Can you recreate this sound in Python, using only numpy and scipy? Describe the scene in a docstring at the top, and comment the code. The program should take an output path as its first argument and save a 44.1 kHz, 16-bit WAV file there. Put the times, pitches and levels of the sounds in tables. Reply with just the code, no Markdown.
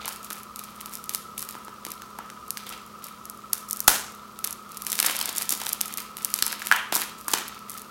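"""Shrink-wrap on a plastic disc case, picked at and torn off by two hands close to a camera in a small room.
Film: swarms of tiny creases over rubbing noise, plus larger snaps, each a click with a random shiver. Case:
blows ring its hollow panel modes; once the wrap bursts with a loud crack. Fan: steady shaped noise, wavering
resonances and hum. Filtered noise forms the room's reflections. The loudest peaks overload the microphone and
clip; low thuds sound under the crack and a later hard snap."""
import sys
import numpy as np
from scipy import signal
from scipy.fft import rfft, irfft
from scipy.io import wavfile
from scipy.ndimage import uniform_filter1d

SR = 44100
rng = np.random.default_rng(int(sys.argv[2]) if len(sys.argv) > 2 else 0)


def to_wav(s):
    """Save 16-bit WAV."""
    ch = np.atleast_2d(s).T  # columns
    pcm = np.round(np.clip(ch, -1, 1) * 32767)  # PCM
    wavfile.write(sys.argv[1], SR, pcm.astype(np.int16))


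N = 348390
SIZE = 2048  # samples in one short sound
HZ = np.fft.rfftfreq(SIZE, 1 / SR)
TIME_S = np.arange(N) / SR

# picks and pulls of the fingers, levels before trim: start_s, length_s, fine_crinkle_db, dull_rustle_db
PULLS = [(0.0, .06, -56.5, -39), (0.057, 0.078, -40, -47), (0.226, 0.021, -42, -48),
         (0.296, 0.087, -44, -49), (0.561, .13, -48, -50.5), (0.741, .14, -52, -52.5),
         (0.909, 0.042, -38, -49.5), (1.1, 0.053, -39.5, -46), (1.374, .05, -37, -44),
         (1.479, 0.067, -47, -50.5), (1.845, 0.082, -50, -50), (2.56, 0.063, -50.5, -46),
         (2.658, 0.079, -44.5, -42), (3.017, 0.068, -45.5, -50), (3.524, 0.032, -41.5, -46),
         (3.679, 0.31, -43, -53), (4.432, 0.072, -44, -46), (4.689, 0.18, -48, -53),
         (4.864, .13, -34.5, -41), (5.03, 0.065, -27, -28.5), (5.138, .17, -37, -36),
         (5.347, 0.078, -32, -38.5), (5.498, 0.019, -24, -33.5), (5.595, .14, -39, -41),
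         (5.808, 0.12, -43.5, -43), (5.967, 0.032, -36.5, -40.5), (6.173, .16, -43, -46),
         (6.348, 0.043, -38, -39.5), (6.432, .05, -38.5, -38), (6.488, 0.048, -42.5, -38.5),
         (6.59, 0.18, -41.5, -43.5), (6.921, 0.034, -22.5, -30.5), (6.978, 0.052, -35.5, -35.5),
         (7.175, 0.076, -47.5, -59), (7.278, 0.046, -35, -39), (7.337, 0.044, -38, -33),
         (7.45, .12, -54, -47.5), (7.678, .11, -42, -48.5)]
# relative spectrum of free film crinkling: freq_hz, level_db
CRINKLE_COLOUR = [(100, -30), (1000, -21), (3000, -13), (5500, -4), (8000, -1), (13000, 0), (16000, -3)]
# relative spectrum of film dragged over the case: freq_hz, level_db
RUSTLE_COLOUR = [(60, -32), (300, -1), (550, -4), (900, 1), (2500, 0.5), (4500, -2), (7000, -12),
                 (16000, -30)]
# relative spectrum of room and fan air: freq_hz, level_db
AIR_COLOUR = [(20, -19), (38, -24), (58, -9), (90, -14), (170, -10.5), (280, -13.5), (400, -9),
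              (750, -17.5), (1100, -13.5), (1600, -21.5), (2500, -25), (5500, -24.5), (9000, -29),
              (16000, -30.5)]
# fan resonances, levels before waver: centre_hz, width_hz, level_db
FAN_MODES = [(206, 24, -66.5), (1002, 63, -58.5), (1188, 124, -53.5), (1288, 124, -48), (15750, 60, -77.5)]
# motor and mains hum: freq_hz, level_db
HUM = [(60, -75), (120, -68), (171, -67.5), (208, -55), (240, -61.5)]
# loudest buckles of the film: start_s, level_db (at 5600 Hz), body_db (near 3 kHz, relative)
SNAPS = [(0.057, -5.5, -27), (0.079, -3.5, -3), (0.304, -9, -1), (0.3317, -10, -13), (0.56, -8.5, -5),
         (0.5933, -10, 0), (0.8113, -11, 2.5), (0.859, -8.5, -3), (1.041, -11, -15), (1.094, 0, -4),
         (1.1483, 3, -1.5), (1.3786, -11.5, 7.5), (1.42, -10, -15), (1.4894, -8.5, -2), (1.8509, -7, 2.5),
         (1.9183, -6, -10), (2.5061, 1.5, -9.5), (3.2546, -11.5, -12), (3.2988, -8, -12),
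         (3.5324, 9.5, -10), (3.7101, 2.5, -17), (3.7304, 3, -36), (3.804, 3.5, -15), (3.8782, 17, -13),
         (4.39, -12, -2), (4.4426, 0, -3), (4.446, 2.5, -7), (4.474, -1.5, -8.5), (4.5084, -6, -28),
         (4.5274, -5.5, -30), (4.7714, -8.5, -5), (4.8208, -6, -6.5), (4.867, -0.5, 0), (4.9192, 1.5, -7),
         (4.9291, 1.5, 2), (4.99, -9, 6), (5.001, 10.5, -4), (5.0278, 3.5, 2.5), (5.0646, 8, -17),
         (5.068, 2, -20), (5.1662, -0.5, -13), (5.19, -1.5, -14), (5.2133, -1, -15), (5.2572, 0, -7),
         (5.3824, 4.5, -14), (5.422, -1.5, 0), (5.493, 6, -10), (5.524, 3.5, -8), (5.6663, -4, 8),
         (5.6916, -0.5, -8), (5.731, 5.5, -15), (5.8124, 7.5, -9), (5.8577, -7, -7), (5.9394, -5, -16),
         (5.9737, -3, -11), (6.1696, -7.5, -1), (6.2476, 7.5, -13.5), (6.3403, 8, -9.5), (6.389, -3, 1),
         (6.4236, 4, -17), (6.4651, 4, -10), (6.4793, -4, -6), (6.5268, -6.5, 5.5), (6.6706, -0.5, 1),
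         (6.7145, -1, 2), (6.7634, -3.5, -2), (6.953, 7, -8), (7.0182, -1, -3), (7.282, 1, -13),
         (7.4809, -9.5, -4), (7.704, -11, -23)]
# blows on the case: start_s, level_db, ring_hz, contact_tick_db, thump_db (last two relative to level_db)
KNOCKS = [(0.0795, 10, 955, -30, -20), (0.308, 4.5, 1290, -15, -3), (1.552, 3, 990, -19, -2),
          (1.6814, 2.5, 970, -21, -2), (1.866, -0.5, 945, -6, 6), (2.02, -2.5, 1400, -8.5, -16),
          (2.1883, 10, 899, -25, -13), (2.301, -6, 1510, -5, -14), (2.572, 0.5, 1708, -2.5, -15),
          (3.533, 4.5, 1090, -28, -13), (4.99, 14, 2340, -7, -42), (5.002, 8.5, 2715, -15, -26),
          (5.0293, 9.5, 2490, -10, -15), (5.075, 9.5, 720, -20, -9), (5.213, 8.5, 1000, -3, -15),
          (5.291, 6.5, 779, -5, -3), (5.526, -2.5, 998, 1, 8.5), (5.616, 7.5, 805, -8.5, -21),
          (5.6667, 3, 900, -9, -20), (5.808, 3, 840, -5, -6), (6.425, 8, 1800, 4.5, -2.5),
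          (6.528, 5.5, 1787, -9, -19), (6.619, 8.5, 1870, -18, -34), (6.714, 28.5, 1493, -44, -34),
          (6.723, 25, 1600, -19, -23), (6.9247, 20.5, 686, -16, -8.5), (6.962, 15, 1018, -18, -5.5),
          (7.2819, 13, 1110, -30, -8.5), (7.335, 8.5, 1020, 0, 2), (7.3376, 19.5, 1060, -7, -5)]
# damped panel modes of the case: centre_hz, q, level_db
CASE_MODES = [(710, 3.3, -6.5), (982, 4.4, 1), (1330, 3.3, -2), (1710, 5.9, 2), (2410, 1.9, -5.5),
              (3070, 5.6, -1)]
# relative spectrum of the burst's crack: freq_hz, level_db
BURST_COLOUR = [(30, -4), (120, -6.5), (500, -6.5), (830, 1.5), (1100, -3), (1450, 2.5), (2200, -4.5),
                (4500, -6), (6300, -3), (9000, -3.5), (12500, -2.5), (16000, -7)]
# low thuds under the crack and a later hard snap: start_s, level_db
THUDS = [(3.8817, 12), (6.424, 4)]
# reverberation time by band: freq_hz, t60_s
ROOM_T60 = [(150, 0.46), (600, 0.44), (2000, 0.5), (6000, 0.47), (11000, 0.36), (16000, 0.3)]
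# relative initial spectrum of the reflections: freq_hz, level_db
ROOM_COLOUR = [(60, -26), (300, 1.5), (1500, 0.5), (5000, 0.5), (10000, 1.5), (16000, 0)]

ATTACK_S, SAG_DB_PER_S, RELEASE_DB_PER_S = 0.01, 12, 330  # release adds to sag
HOLDING_FINE_DB, HOLDING_DULL_DB = -61, -59.5  # hands never quite still; before trim
AIR_DB = -51
SHEEN_DB, SHEEN_PER_DB = 5.5, 0.08  # at 12 kHz: weaker snaps come from smaller, brighter facets
BURST_S, BURST_DB = 3.8806, 30
EDGE_HZ = 16300


def amp(db):
    """Decibels to gain."""
    return 10 ** (np.asarray(db) / 20)


def evened(x):
    """Scales to rms 1."""
    return x / np.sqrt(np.mean(x ** 2) + 1e-20)


def read(points, hz):
    """Interpolates a spectrum on a log-frequency axis."""
    point_hz, value = np.transpose(points)
    return np.interp(np.log(hz + 1), np.log(point_hz + 1), value)


def add(mix, start_s, sound):
    """Mixes a sound in at start_s, cut at the end of the mix."""
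    part = mix[round(start_s * SR):][:len(sound)]
    part += sound[:len(part)]


def causal(gain):
    """Minimum-phase click: the sharpest onset with this spectrum."""
    both_sides = np.r_[gain, gain[-2:0:-1]]
    log_gain = np.log(np.maximum(both_sides, 1e-5))
    return np.fft.ifft(np.exp(np.conj(signal.hilbert(log_gain)))).real


def mode(hz, centre_hz, q):
    """Gain of one resonance, about 1 at its centre."""
    return 1 / np.sqrt(1 + (q * (hz / centre_hz - centre_hz / (hz + 1))) ** 2)


def flutter(decay_s, spike, evenness=0.53):
    """A sudden slip and its short random shiver, spectrum partly flattened, energy 1."""
    shiver = rng.standard_normal(SIZE) * np.exp(-np.arange(SIZE) / SR / decay_s)
    shiver /= np.linalg.norm(shiver)
    shiver[0] = spike
    power = uniform_filter1d(abs(rfft(shiver)) ** 2, size=60)
    shiver = signal.fftconvolve(shiver, causal(power ** (-evenness / 2)))[:SIZE]
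    return shiver / np.linalg.norm(shiver)


def effort():
    """Fine and dull levels in dB: pulls grip quickly, ease a little, then let go; their powers add."""
    t = TIME_S[::32]
    holding_power = amp([HOLDING_FINE_DB, HOLDING_DULL_DB]) ** 2
    power = np.outer(holding_power, np.ones(len(t)))
    for start_s, length_s, fine_db, dull_db in PULLS:
        age_s = np.maximum(t - start_s, 0)
        fall_db = SAG_DB_PER_S * age_s + RELEASE_DB_PER_S * np.maximum(age_s - length_s, 0)
        grip = np.minimum(age_s / ATTACK_S, 1) * amp(-fall_db)
        power += np.outer(amp([fine_db, dull_db]), grip) ** 2
    return [np.interp(TIME_S, t, 10 * np.log10(p)) for p in power]


def crackle(effort_db, colour, mean_effort_per_s, spread_db, facet_db, rub,
            crowding=0.27, smoothing=0.14, count=16):
    """A swarm of tiny creases of unequal size, each with its own facet resonance, over a soft rub."""
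    strain_db = effort_db - effort_db.mean()
    rate_per_s = mean_effort_per_s * amp(crowding * strain_db)  # harder work folds more creases
    size = amp(spread_db * np.minimum(rng.exponential(1, N), 3.6))
    size *= rng.random(N) < rate_per_s / SR
    # the hand feeds in strain evenly
    local_power = np.abs(uniform_filter1d(size ** 2, size=3000))
    size /= np.sqrt(local_power + 0.0087 * np.mean(size ** 2))

    facet = rng.integers(0, count, N)
    shape = amp(read(colour, HZ))
    creases = np.zeros(N)
    for k, facet_hz in enumerate(np.geomspace(900, 14000, count)):
        click = causal(shape * (1 + amp(facet_db) * mode(HZ, facet_hz, 1.7)))
        grain = signal.fftconvolve(click, flutter(0.00095, 0.75))[:SIZE]
        grain /= np.linalg.norm(grain)
        creases += signal.oaconvolve(size * (facet == k), grain)[:N]

    sliding = evened(signal.oaconvolve(rng.standard_normal(N), causal(shape))[:N])
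    slide = rub * amp(-smoothing * strain_db)  # a light touch slides, a hard pull crackles
    return amp(effort_db) * (creases + slide * sliding) / np.hypot(1, slide)


def film(fine_trim_db=-1.5, dull_trim_db=-2, fine_wet_db=-8, dull_wet_db=-3):
    """Free film crinkles brightly at the microphone; film dragged over the case rustles lower, all around."""
    fine_db, dull_db = effort()
    fine = crackle(fine_db + fine_trim_db, CRINKLE_COLOUR,
                   mean_effort_per_s=290, spread_db=7.5, facet_db=7.0, rub=0.52)
    dull = crackle(dull_db + dull_trim_db, RUSTLE_COLOUR,
                   mean_effort_per_s=300, spread_db=5.0, facet_db=1.0, rub=0.33)
    return fine + dull, amp(fine_wet_db) * fine + amp(dull_wet_db) * dull


def fan(waver_db=2.5, waver_hz=22):
    """Steady air noise, narrow wavering fan resonances, and the hum of motor and mains."""
    hz = np.fft.rfftfreq(N, 1 / SR)

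    def noise(gain):
        """White noise shaped by a spectrum, rms 1."""
        return evened(irfft(rfft(rng.standard_normal(N)) * gain, N))

    out = amp(AIR_DB) * noise(amp(read(AIR_COLOUR, hz)))
    for centre_hz, width_hz, level_db in FAN_MODES:
        waver = noise(mode(hz, waver_hz, 1) ** 2)
        band = noise(1 / (1 + ((hz - centre_hz) / width_hz * 2) ** 2))
        out += amp(level_db + waver_db * waver) * band
    for hum_hz, level_db in HUM:
        out += amp(level_db) * np.sqrt(2) * np.sin(2 * np.pi * (hum_hz * TIME_S + rng.random()))
    return out


def small_snaps(hard_pull_per_s=36, hard_pull_db=-36, size_db=-6.5, body_db=-10, scatter_db=3,
                growth=0.59, crowding=0.75, count=400):
    """Lesser buckles by chance, more often and louder up to a hard pull: rows like those of SNAPS."""
    strain_db = np.minimum(effort()[0] - hard_pull_db, 0)
    due = np.cumsum(hard_pull_per_s * amp(crowding * strain_db)) / SR  # expected count so far
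    at = np.searchsorted(due, np.arange(count) + rng.random(count))
    scatter = scatter_db * rng.uniform(-1, 1, (count, 2))
    return [(i / SR, size_db + growth * strain_db[i] + a, body_db + 2 * b)
            for i, (a, b) in zip(at, scatter) if i < N]


def snaps(decay_s=0.00096, spike=0.71, wet_db=-11, beaming=0.35, low_db=-6, bass_db=-16):
    """Each buckle rings a facet of film; small bright facets beam at the microphone and stir the room less."""
    near, spread = np.zeros((2, N))
    for start_s, level_db, body_db in SNAPS + small_snaps():
        sheen_db = SHEEN_DB - SHEEN_PER_DB * level_db
        colour = [(100, body_db + bass_db), (1000, body_db + low_db), (3200, body_db), (5600, 0),
                  (8000, 0.012), (12000, sheen_db), (16000, sheen_db - 14)]
        click = causal(amp(level_db + read(colour, HZ)))
        add(near, start_s, signal.fftconvolve(click, flutter(decay_s, spike)))
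        add(spread, start_s, click * amp(wet_db + beaming * min(body_db, 0)))
    return near, spread


def knocks(focus_q=3.64, thump_hz=310, thump_q=0.99, tick_hz=4700, bend_s=0.000933,
           wet_db=-9, wet_focus_q=1.0):
    """A blow rings panel modes near its pitch, with a low thump and a tick; the room hears a broader mix."""
    near, spread = np.zeros((2, N))
    panel = np.sqrt(sum((amp(db) * mode(HZ, hz, q)) ** 2 for hz, q, db in CASE_MODES))
    # low bending waves arrive last
    bending = np.exp(-2j * np.pi * bend_s * 2000 * np.arctan(HZ / 2000))
    for start_s, level_db, ring_hz, tick_db, thump_db in KNOCKS:
        thump = amp(thump_db) * mode(HZ, thump_hz, thump_q) ** 2
        near_click = causal(np.hypot(panel * mode(HZ, ring_hz, focus_q), thump))
        ring = irfft(rfft(near_click) * bending)
        contact = causal(mode(HZ, tick_hz, 0.83))
        tick = amp(tick_db) * signal.fftconvolve(contact, flutter(0.0013, 0.2))[:SIZE]
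        add(near, start_s, amp(level_db) * (ring + tick))
        add(near, start_s + 0.00131, amp(level_db) * 0.19 * ring)  # the far panel answers
        wet_click = causal(np.hypot(panel * mode(HZ, ring_hz, wet_focus_q), thump))
        add(spread, start_s, amp(level_db + wet_db) * (wet_click + tick))
    return near, spread


def burst(decay_s=0.0011, wet_db=-12):
    """The taut wrap splits all at once and slaps the case: a shivering near crack, a plain click to the room."""
    near, spread = np.zeros((2, N))
    click = causal(amp(BURST_DB + read(BURST_COLOUR, HZ)))
    add(near, BURST_S, signal.fftconvolve(click, flutter(decay_s, 0.22, evenness=0.8)))
    add(spread, BURST_S, amp(wet_db) * click)
    return near, spread


def thuds(centre_hz=72):
    """Low thud under the crack and a later hard snap: one broad resonance each."""
    out = np.zeros(N)
    for start_s, level_db in THUDS:
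        add(out, start_s, amp(level_db) * causal(mode(HZ, centre_hz, 0.96)))
    return out


def room(x, delay_s=0.0032, build_s=0.0012, grain_db=5):
    """Reflections arrive after a few milliseconds, in uneven clumps; each band dies at its own speed."""
    count = SR * 3 // 4
    clumps = evened(uniform_filter1d(rng.standard_normal(count), size=30))
    taps = rng.standard_normal(count) * amp(grain_db * np.tanh(clumps))
    hz, t, bands = signal.stft(taps, SR, nperseg=256)
    decay_db = 60 * t / read(ROOM_T60, hz)[:, None]
    bands = bands * amp(read(ROOM_COLOUR, hz)[:, None] - decay_db)
    tail = signal.istft(bands, SR, nperseg=256)[1][:count]
    tail *= 1 - np.exp(-np.maximum(TIME_S[:count] - delay_s, 0) / build_s)
    return signal.fftconvolve(x, tail / np.linalg.norm(tail))[:N]


def scene():
    """Handling noise, direct and through the room, with low thuds, over the fan."""
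    near, spread = np.sum([film(), snaps(), knocks(), burst()], axis=0)
    return (near + room(spread) + thuds() + fan())[None]


def record(dry, low_cut_hz=28):
    """The loudest peaks clip; then the low cut and the band limit."""
    clipped = np.clip(dry, -1, 1)
    low_cut = signal.butter(2, low_cut_hz, "highpass", fs=SR, output="sos")
    thinned = signal.sosfilt(low_cut, clipped)
    band_limit = signal.firwin(255, EDGE_HZ, window=("kaiser", 7), fs=SR)
    return signal.oaconvolve(thinned, band_limit[None], "same")


dry = scene()
out = record(dry)
to_wav(out)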